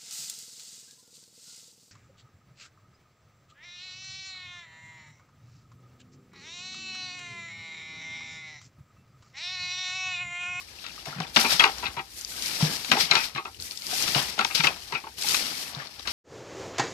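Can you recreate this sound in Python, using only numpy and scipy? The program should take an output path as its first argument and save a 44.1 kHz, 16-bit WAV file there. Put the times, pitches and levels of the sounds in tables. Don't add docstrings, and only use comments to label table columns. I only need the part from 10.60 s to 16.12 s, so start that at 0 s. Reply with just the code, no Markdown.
import sys
import numpy as np
from scipy import signal
from scipy.fft import rfft, irfft
from scipy.io import wavfile

SR = 44100
rng = np.random.default_rng(int(sys.argv[2]) if len(sys.argv) > 2 else 0)


def inscribe(sig):
    pcm = np.round(np.clip(np.atleast_2d(sig).T, -1, 1) * 32767)
    wavfile.write(sys.argv[1], SR, pcm.astype(np.int16))


N = 243431
FFT_SIZE = N + 8000
HZ = np.maximum(np.fft.rfftfreq(FFT_SIZE, 1 / SR), 1)
KNOCK_RISE_S = 0.001488

# start_s, level_db, pitch_hz, fade_s (time to fall 60 dB), snap_db (relative to level_db)
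KNOCKS = [(0.241, -29, 3600, 0.2, -5), (0.264, -30.5, 3780, 0.048, 5), (0.456, -33, 3180, 0.023, 3),
          (0.468, -23.5, 663, 0.11, -20), (0.602, -14, 755, 0.023, -7), (0.618, -28, 2850, 0.019, -9),
          (0.7609, -3.5, 3880, 0.046, -8.5), (0.765, -5.5, 1605, 0.05, -26), (0.788, -12.5, 1580, 0.22, -7),
          (0.839, -12, 890, 0.12, -17), (0.847, -14, 2330, 0.16, -6), (0.9957, -3, 3240, 0.031, -8),
          (1.002, -3, 1820, 0.073, -9), (1.018, -11.5, 1220, 0.15, -14), (1.037, -9, 1120, 0.035, -14),
          (1.038, -5.5, 2830, 0.046, -7), (1.052, -9.5, 1013, 0.085, -9), (1.076, -20, 1280, 0.1, -3),
          (1.227, -17.5, 986, 0.046, -9), (1.238, -18.5, 2370, 0.041, -15), (1.254, -17, 2630, 0.043, -16),
          (1.264, -18, 2100, 0.074, -13), (1.367, -19.5, 970, 0.081, -15), (1.369, -25.5, 2330, 0.11, -26),
          (1.388, -26, 2900, 0.063, -15), (1.392, -20.5, 895, 0.042, -14),
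          (2.246, -22.5, 4470, 0.021, -1.5), (2.315, -3, 2870, 0.018, -6), (2.317, -8, 1022, 0.05, -22),
          (2.324, -11.5, 2470, 0.073, -22), (2.367, -13, 880, 0.11, -7), (2.5109, -4, 4090, 0.023, -7),
          (2.516, -9.5, 2200, 0.076, -5.5), (2.534, -12, 983, 0.081, -6.5), (2.5532, -7, 2840, 0.032, -2.5),
          (2.565, -13, 2470, 0.21, -28), (2.551, -11.5, 896, 0.059, -22), (2.749, -24, 2140, 0.19, -4),
          (2.772, -24, 2680, 0.036, -21), (2.777, -21, 1147, 0.1, -10), (2.851, -22, 1200, 0.039, -9),
          (2.867, -25, 775, 0.11, -12), (3.478, -23.5, 3030, .028, 7.5), (3.547, -13, 2970, 0.061, 0),
          (3.569, -17.5, 648, 0.12, -16), (3.7904, -7.5, 1410, 0.081, -7), (3.809, -14, 1820, 0.091, -5),
          (3.847, -12.5, 2230, 0.015, -0.5), (3.901, -26, 1180, 0.027, -12),
          (3.908, -23.5, 2340, 0.13, -21.5), (3.948, -23, 3680, 0.049, -5), (3.969, -18.5, 3130, 0.28, -8),
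          (4.001, -10.5, 2330, 0.037, -9), (4.036, -10.5, 2550, 0.017, -4.5),
          (4.041, -8, 2137, 0.039, -9.5), (4.0694, -7.5, 2560, 0.047, -2), (4.322, -17, 1017, 0.11, -7.5),
          (4.337, -21.5, 2310, 0.023, -15.5), (4.348, -17.5, 2460, 0.097, -10.5),
          (4.438, -26, 887, 0.084, -12), (4.468, -23, 890, 0.028, -28), (4.7448, -15, 3930, 0.06, 4),
          (5.209, -33, 1750, 0.13, -19), (5.452, -27.5, 1660, 0.36, -19), (5.473, -23, 4450, 0.11, 4),
          (5.475, -33, 1270, 0.06, -10)]
# start_s, level_db, pitch_hz
BUMPS = [(0.474, -37, 144), (0.559, -35, 153), (0.581, -31.5, 158), (0.598, -28.5, 160), (0.772, -27, 225),
         (0.845, -30.5, 237), (0.935, -36.5, 170), (1.369, -40.5, 135), (2.024, -14, 153.2),
         (2.294, -36, 240), (2.329, -27.5, 237), (2.429, -38.5, 166), (2.512, -40.5, 140),
         (2.747, -37, 133), (3.557, -24.5, 137), (3.793, -36.5, 222), (3.993, -29, 157),
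         (4.044, -36.5, 142), (4.332, -40, 135), (5.165, -34, 137), (5.474, -44, 238)]


def handle_clatter():
    # pitch_hz, level_db, fade_s
    tones = [(350, 2, .07), (425, -1, .07), (645, -9, .06), (785, -6, .14), (905, -2, .07), (985, -4, .055),
             (1105, -3, .05), (1240, -2, .07), (1345, -2, .09), (1560, -2, .04), (1930, -4, .04),
             (2130, -4, .045), (2340, -4, .04), (2530, -4, .055), (2660, -4, .045), (2860, -4, .045),
             (3300, -5, .035), (3680, -3, .035), (4050, -3, .035), (4600, -7, .03), (5300, -8, .025)]
    # start_s, end_s
    empty_times = [(1.045, 1.5), (2.54, 2.95), (4.06, 4.55)]
    wet_fade_share, wet_db = 0.47, 4
    t = np.arange(6000) / SR
    tone_hz = np.array(tones)[:, 0]
    flurries, firm_hits = np.zeros((2, len(tones), N + len(t)))
    snap_gain, cracks, wall_patch = np.zeros((3, N + len(t)))
    for start_s, level_db, hz, fade_s, snap_db in KNOCKS:
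        start, top = round(start_s * SR), round((start_s + KNOCK_RISE_S) * SR)
        fade_db = -60 * np.maximum(t - KNOCK_RISE_S, 0) / np.clip(fade_s, .005, .3)
        flurry = np.minimum(t / KNOCK_RISE_S, 1) * from_db(fade_db)
        octaves = np.log2(tone_hz / hz)
        nearest_db = 6.6 * np.exp(-(octaves / 0.14) ** 2)
        luck_db = rng.normal(0, 2.5, len(tones))
        share = from_db(level_db - 29 - 3.2 * octaves ** 2 + nearest_db + luck_db)
        flurries[:, start:][:, :len(t)] += share[:, None] * flurry
        firm_hits[:, top] += share * from_db(14.5 + snap_db / 2)
        cracks[top] += from_db(level_db + snap_db + 5)
        snap_gain[start:][:len(t)] += from_db(level_db + snap_db - 60 * t / 0.019)
        patch_db = level_db - 16 - snap_db / 4 - 60 * t / 0.084 * np.sqrt(hz / 1000)
        patch_gain = from_db(patch_db) * (1 - np.exp(-t / KNOCK_RISE_S))
        wall_patch[start:][:len(t)] += patch_gain * np.sin(2 * np.pi * hz * t)
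    empty = sum((np.arange(N) > a * SR) & (np.arange(N) < b * SR) for a, b in empty_times)
    touches = random_clicks(1800, uneven_db=2.5)[0]
    ringing = np.zeros(N)
    for k, (hz, level_db, fade_s) in enumerate(tones):
        contacts = (-1) ** k * from_db(level_db) * (touches * flurries[k, :N] + firm_hits[k, :N])
        ringing += ring(contacts * empty, hz, fade_s)
        ringing += from_db(wet_db) * ring(contacts * (1 - empty), hz, fade_s * wet_fade_share)
    snap = rms_one(random_clicks(9000, uneven_db=-1)[0]) * snap_gain[:N] + cracks[:N]
    snap = pass_filter(snap, "band", [1100, 6300], order=3)
    return pass_filter(ringing, "high", 280) + wall_patch[:N] + snap


def bottom_bumps():
    out = np.zeros(N)
    for start_s, level_db, hz in BUMPS:
        start = round(start_s * SR)
        t = np.arange(min(8000, N - start)) / SR
        rise = 1 - np.exp(-(t / 0.0041) ** 2)
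        fade = from_db(-60 * t / 0.094) + 0.096 * from_db(-60 * t / .3)
        boom = np.sin(2 * np.pi * hz * (t + 0.0007 * (1 - np.exp(-t / 0.028))))
        out[start:][:len(t)] -= from_db(level_db + 6) * rise * fade * boom
    return pass_filter(out, "high", 95)


def water_levels():
    # spray_db, mist_db, splatter_db, slosh_db
    trickle = [-59.5, -58.5, -73, -70.5]
    # time_s, spray_db, mist_db
    scoops = [
        [(0.0, -52, -52), (0.05, -55, -61.5), (0.27, -49.5, -56.5), (0.4, -48, -54.5), (0.444, -52.5, -59.5),
         (0.6, -50.5, -75), (0.73, -54, -55), (0.757, -38.5, -38)],
        [(1.5, -60, -56), (1.584, -47.5, -41), (1.66, -52.5, -53), (1.69, -47, -42), (1.782, -40.5, -41.5),
         (1.868, -35.5, -34.5), (1.954, -37, -39.5), (2.122, -36.5, -36.5), (2.244, -45.5, -45.5),
         (2.3, -38, -43), (2.34, -44, -63)],
        [(2.99, -54, -63), (3.01, -49.5, -41.5), (3.118, -45.5, -45), (3.17, -53, -49), (3.33, -34, -35),
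         (3.374, -33.5, -31.5), (3.476, -32, -35.5), (3.63, -37, -36.5), (3.78, -45, -51), (3.93, -48.5, -44),
         (3.96, -43, -47)],
        [(4.56, -65, -63), (4.584, -42.5, -42), (4.656, -39.5, -37.5), (4.74, -30.5, -28), (4.83, -34.5, -38.5),
         (5.054, -41, -41.5), (5.112, -47.5, -46), (5.17, -50.5, -71), (5.27, -50, -67), (5.31, -53.5, -59.5),
         (5.4, -51.5, -58), (5.466, -48.5, -51), (5.52, -51, -46)],
    ]
    # peak_s, spray_db, rise_s, fall_s, mist_db, splatter_db (the last two relative to spray_db)
    splashes = [(0.458, -39.5, -0.07, 0.09, -6, -6.5), (0.483, -51, -0.09, 0.27, -3, 6),
                (0.601, -45, -0.04, 0.13, -10, 6.5), (0.761, -21.5, -0.01, 0.07, -12, -1.5),
                (0.797, -24, -0.01, 0.1061, -2.5, -28), (0.923, -23.5, 0.08, 0.0957, -4.5, -10),
                (1.0, -30.5, 0.014, 0.1658, -6, -7), (1.1, -37.5, 0.2, -0.03, -15, 2),
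                (1.185, -45.5, 0.53, 0.4, -2, -3), (1.26, -50.5, 0.2, 0.2, -17, 5),
                (2.009, -31, 0.02, 0.25, -24, -5), (2.316, -28, -0.01, 0.08, -7.5, 8),
                (2.409, -21.5, 0.05, 0.0771, -7, -30), (2.559, -33.5, 0.13, 0.16, -26, -0.5),
                (2.645, -33.5, 0.34, 0.07, -4.5, -24), (2.76, -46.5, -0.05, 0.05, -7.5, 13.5),
                (3.553, -27.5, -0.0254, 0.136, -9.5, 1), (3.779, -48, -0.08, 0.13, -18, 15),
                (3.856, -40, -0.1, 0.13, -9, -21), (3.95, -24, 0.006, 0.12, -7, -32),
                (4.044, -31, -0.04, 0.11, -5, 5), (4.25, -48, 2.5, 0.5, -2.5, -23),
                (4.35, -44.5, 0.08, 0.1, -17, 5), (4.627, -29, 0.0057, -0.05, -6, -12),
                (4.684, -36, 0.1, 0.02, 1, -16.5), (4.724, -25.5, 0.06, -0.024, -3, -31),
                (4.747, -24, -0.01, -0.0345, -7, -18), (5.2, -49.5, 0.47, 0.16, -7.5, 4),
                (5.41, -46.5, 0.04, -0.07, -15, 3.5), (5.475, -34.5, -0.1, 0.16, -16, -12),
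                (5.51, -45, -0.06, 0.15, 0, -2)]
    power = from_db(2 * np.array(trickle))[:, None] * np.ones(N)
    for scoop in scoops:
        spray_db, mist_db = levels_over_time(scoop)
        coarse_db = spray_db + 0.81 * (spray_db - mist_db)
        slosh_db = (coarse_db + spray_db) / 2 - 14
        power += from_db(2 * np.array([spray_db, mist_db, coarse_db - 13, slosh_db]))
    for peak_s, spray_db, rise_s, fall_s, mist_db, splatter_db in splashes:
        slosh_db = 0.92 * splatter_db - 9
        levels_db = spray_db + np.array([0, mist_db, splatter_db, slosh_db])
        power += from_db(2 * levels_db)[:, None] * burst(peak_s, rise_s, fall_s)
    for start_s, level_db, *_ in KNOCKS:
        jolt = from_db(2 * 0.61 * level_db) * burst(start_s + KNOCK_RISE_S, 2 * KNOCK_RISE_S, 0.039)
        power[2:] += from_db(2 * np.array([[-31], [-37]])) * jolt
    for start_s, level_db, _ in BUMPS:
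        power[3] += from_db(2 * (level_db - 20)) * burst(start_s + 0.014, rise_s=0.0061, fall_s=0.16)
    return 10 * np.log10(power)


def spray(spray_db, mist_db):
    # pitch_hz, level_db
    drop_colour = [(880, -10.5), (1500, -10), (2040, -4), (3450, -2), (4930, 2), (5640, 2), (6950, -17.5),
                   (8000, -13), (10400, -77), (17600, -120)]
    # pitch_hz, level_db
    mist_colour = [(3820, -25.5), (6500, -8.5), (7150, -11), (13500, -13), (14800, -27), (15000, -25),
                   (15200, -77)]
    low_db, high_db = over_pitch(drop_colour), over_pitch(mist_colour)
    drops = rms_one(filtered(random_clicks(7000, uneven_db=3), from_db(low_db)))
    mist = rms_one(filtered(random_clicks(16000, uneven_db=0.5), from_db(high_db)))
    big_drops = rms_one(filtered(random_clicks(160, uneven_db=3), from_db((low_db + high_db) / 2)))
    drops += from_db(-11) * big_drops
    waves_db = 1.3 * drift(28.5)
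    return from_db(spray_db + waves_db + 0.064 * drift(27)) * drops + from_db(mist_db + waves_db) * mist


def bubbles(level_db, per_s, low_hz, high_hz, cycles):
    births = random_clicks(per_s, uneven_db=2.5)
    pitch_choice = rng.integers(0, 14, N)
    pitches = np.geomspace(low_hz, high_hz, 14)
    rings = sum(ring(births * (pitch_choice == k), hz, cycles / hz) for k, hz in enumerate(pitches))
    return from_db(level_db) * rms_one(pass_filter(rings, "high", low_hz * 0.65, order=4))


def drips():
    # start_s, level_db, pitch_hz
    drops = [(0.009, -42.5, 1080), (0.085, -45.5, 2370), (0.187, -40, 2620), (0.197, -40, 3720),
             (0.251, -39, 1280), (0.295, -38, 2620), (0.307, -43, 2380), (0.378, -38, 1190),
             (0.527, -32.5, 1320), (0.585, -40, 2400), (0.638, -32.5, 2450), (0.669, -37, 3500),
             (1.184, -26.5, 5340), (1.611, -25, 5850), (1.648, -23, 4930), (1.677, -36, 4630),
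             (1.823, -21.5, 5570), (1.86, -18.5, 5330), (2.946, -41, 2950), (3.0, -29, 4290),
             (3.023, -23.5, 5100), (3.11, -25, 4270), (3.174, -21, 5170), (3.22, -26.5, 4130),
             (3.267, -21, 5460), (3.33, -26, 697), (3.424, -18, 5500), (4.588, -39, 5070),
             (4.612, -24, 5060), (4.622, -17.5, 5130), (4.635, -20.5, 5500), (4.644, -28.5, 800),
             (4.687, -15, 5250), (4.72, -20.5, 5550), (4.768, -20.5, 5100), (4.849, -28, 5270),
             (5.028, -39, 5100), (5.149, -28, 3900), (5.271, -33, 4300), (5.2, -31, 1670),
             (5.222, -37.5, 1115), (5.395, -29, 3840)]
    out, t = np.zeros(N + 2000), np.arange(2000) / SR
    for start_s, level_db, hz in drops:
        plink_gain = from_db(-60 * t * hz / 45) * np.minimum(t * hz / 1.4, 1)
        plink = plink_gain * np.sin(2 * np.pi * hz * t * (1 + 3.9 * t))
        noise = pass_filter(rng.standard_normal(len(t)), "band", [hz * 0.77, hz * 1.404])
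        tick = noise * from_db(-60 * t / 0.012)
        smallness = np.clip((hz - 3200) / 900, 0, 1)
        drip = (1 - 0.23 * smallness) * plink + (0.13 + 1.11 * smallness) * tick
        out[round(start_s * SR):][:len(t)] += from_db(level_db + 2.5) * drip
    return np.array([out[:N], np.roll(out[:N], 37)])


def air_rumble():
    # pitch_hz, level_db
    colour = [(15, -34), (25, -22), (49, 34.5), (82, 33.5), (179, 15), (321, 19), (519, 16), (782, -87),
              (1500, -20), (1950, -42), (3300, -120)]
    gusts = from_db(-60 + 4.5 * drift(4.7))
    return gusts * rms_one(filtered(rng.standard_normal((2, N)), from_db(over_pitch(colour))))


def leaf_echo():
    t = np.arange(6000) / SR
    tails = rng.standard_normal((2, len(t))) * from_db(-60 * t / 0.11) * (t > .003)
    tails /= np.sqrt(np.sum(tails ** 2) / 2)
    return 1 + from_db(-13.5) * rfft(tails, FFT_SIZE) * np.minimum(HZ / 1500, 1)


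def left_and_right(surroundings, bucket):
    # pitch_hz, share (0 to 1)
    likeness = [(60, 0.85), (300, 0.8), (1000, 0.56), (2500, 0.067), (5000, 0.021), (10000, 0.016)]
    # pitch_hz, lead_radians
    lead = [(0, 0), (950, .8), (1460, 1.8), (2760, 7.5), (4310, 12.), (15500, 44.)]
    # pitch_hz, level_db
    shading = [(60, 1), (250, 1.5), (700, 3), (1200, -0.5), (1550, 8.5), (1900, 11), (2800, 13.5),
               (4400, 15), (6000, 6.5), (7500, 0), (9500, -3), (15000, 0)]
    shared, separate = surroundings
    alike = over_pitch(likeness)
    delay = np.exp(-1j * np.interp(HZ, *np.transpose(lead)))
    left = shared + bucket
    right = filtered(shared, alike * delay) + filtered(bucket, delay)
    right += filtered(separate, np.sqrt(1 - alike ** 2))
    shade = from_db(over_pitch(shading) * np.array([[.5], [-.5]]))
    return filtered(np.array([left, right]), shade * leaf_echo())


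def from_db(db):
    return 10 ** (np.asarray(db) / 20)


def rms_one(x):
    return x / np.sqrt(np.mean(x ** 2) + 1e-20)


def levels_over_time(rows):
    times_s, *columns = np.transpose(rows)
    return [np.interp(np.arange(N) / SR, times_s, db, left=-120, right=-120) for db in columns]


def over_pitch(points):
    pitch_hz, values = np.transpose(points)
    return np.interp(np.log(HZ), np.log(pitch_hz), values)


def filtered(x, response):
    return irfft(rfft(x, FFT_SIZE) * response, FFT_SIZE)[..., :N]


def pass_filter(x, kind, edge_hz, order=2):
    return signal.sosfilt(signal.butter(order, edge_hz, kind, fs=SR, output="sos"), x)


def drift(rate_hz):
    step = 40
    r = np.exp(-2 * np.pi * rate_hz * step / SR)
    slow = signal.lfilter([1], [1, -2 * r, r * r], rng.standard_normal(N // step + 2002))[2000:]
    return np.interp(np.arange(N) / step, np.arange(len(slow)), rms_one(slow))


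def ring(clicks, hz, fade_s):
    r, angle = from_db(-60 / (fade_s * SR)), 2 * np.pi * hz / SR
    return signal.lfilter([0, np.sin(angle)], [1, -2 * r * np.cos(angle), r * r], clicks + 1e-18)


def random_clicks(per_s, uneven_db):
    sizes = from_db(uneven_db * np.minimum(rng.exponential(1, (2, N)), 5)) * rng.choice([-1, 1], (2, N))
    return sizes * (rng.random((2, N)) < per_s / SR)


def burst(peak_s, rise_s, fall_s):
    t = np.arange(N) / SR - peak_s
    return from_db(-40 * np.where(t < 0, -t / max(rise_s, 1e-3), t / max(fall_s, 1e-3)))


def scene():
    spray_db, mist_db, splatter_db, slosh_db = water_levels()
    water = spray(spray_db, mist_db) + drips()
    water += bubbles(splatter_db, per_s=1200, low_hz=758, high_hz=3240, cycles=10.5)
    water += bubbles(slosh_db, per_s=900, low_hz=185.5, high_hz=710, cycles=1.87)
    water += bubbles(spray_db - 10.5, per_s=170, low_hz=1281, high_hz=4010, cycles=97)
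    return left_and_right(water + air_rumble(), handle_clatter() + bottom_bumps())


def record(dry):
    cutoff_hz = 15400
    squeezed = dry / (1 + np.abs(dry) ** 6) ** (1 / 6)
    return signal.sosfilt(signal.cheby2(14, 80, cutoff_hz, fs=SR, output="sos"), squeezed)


dry = scene()
out = record(dry)
inscribe(out)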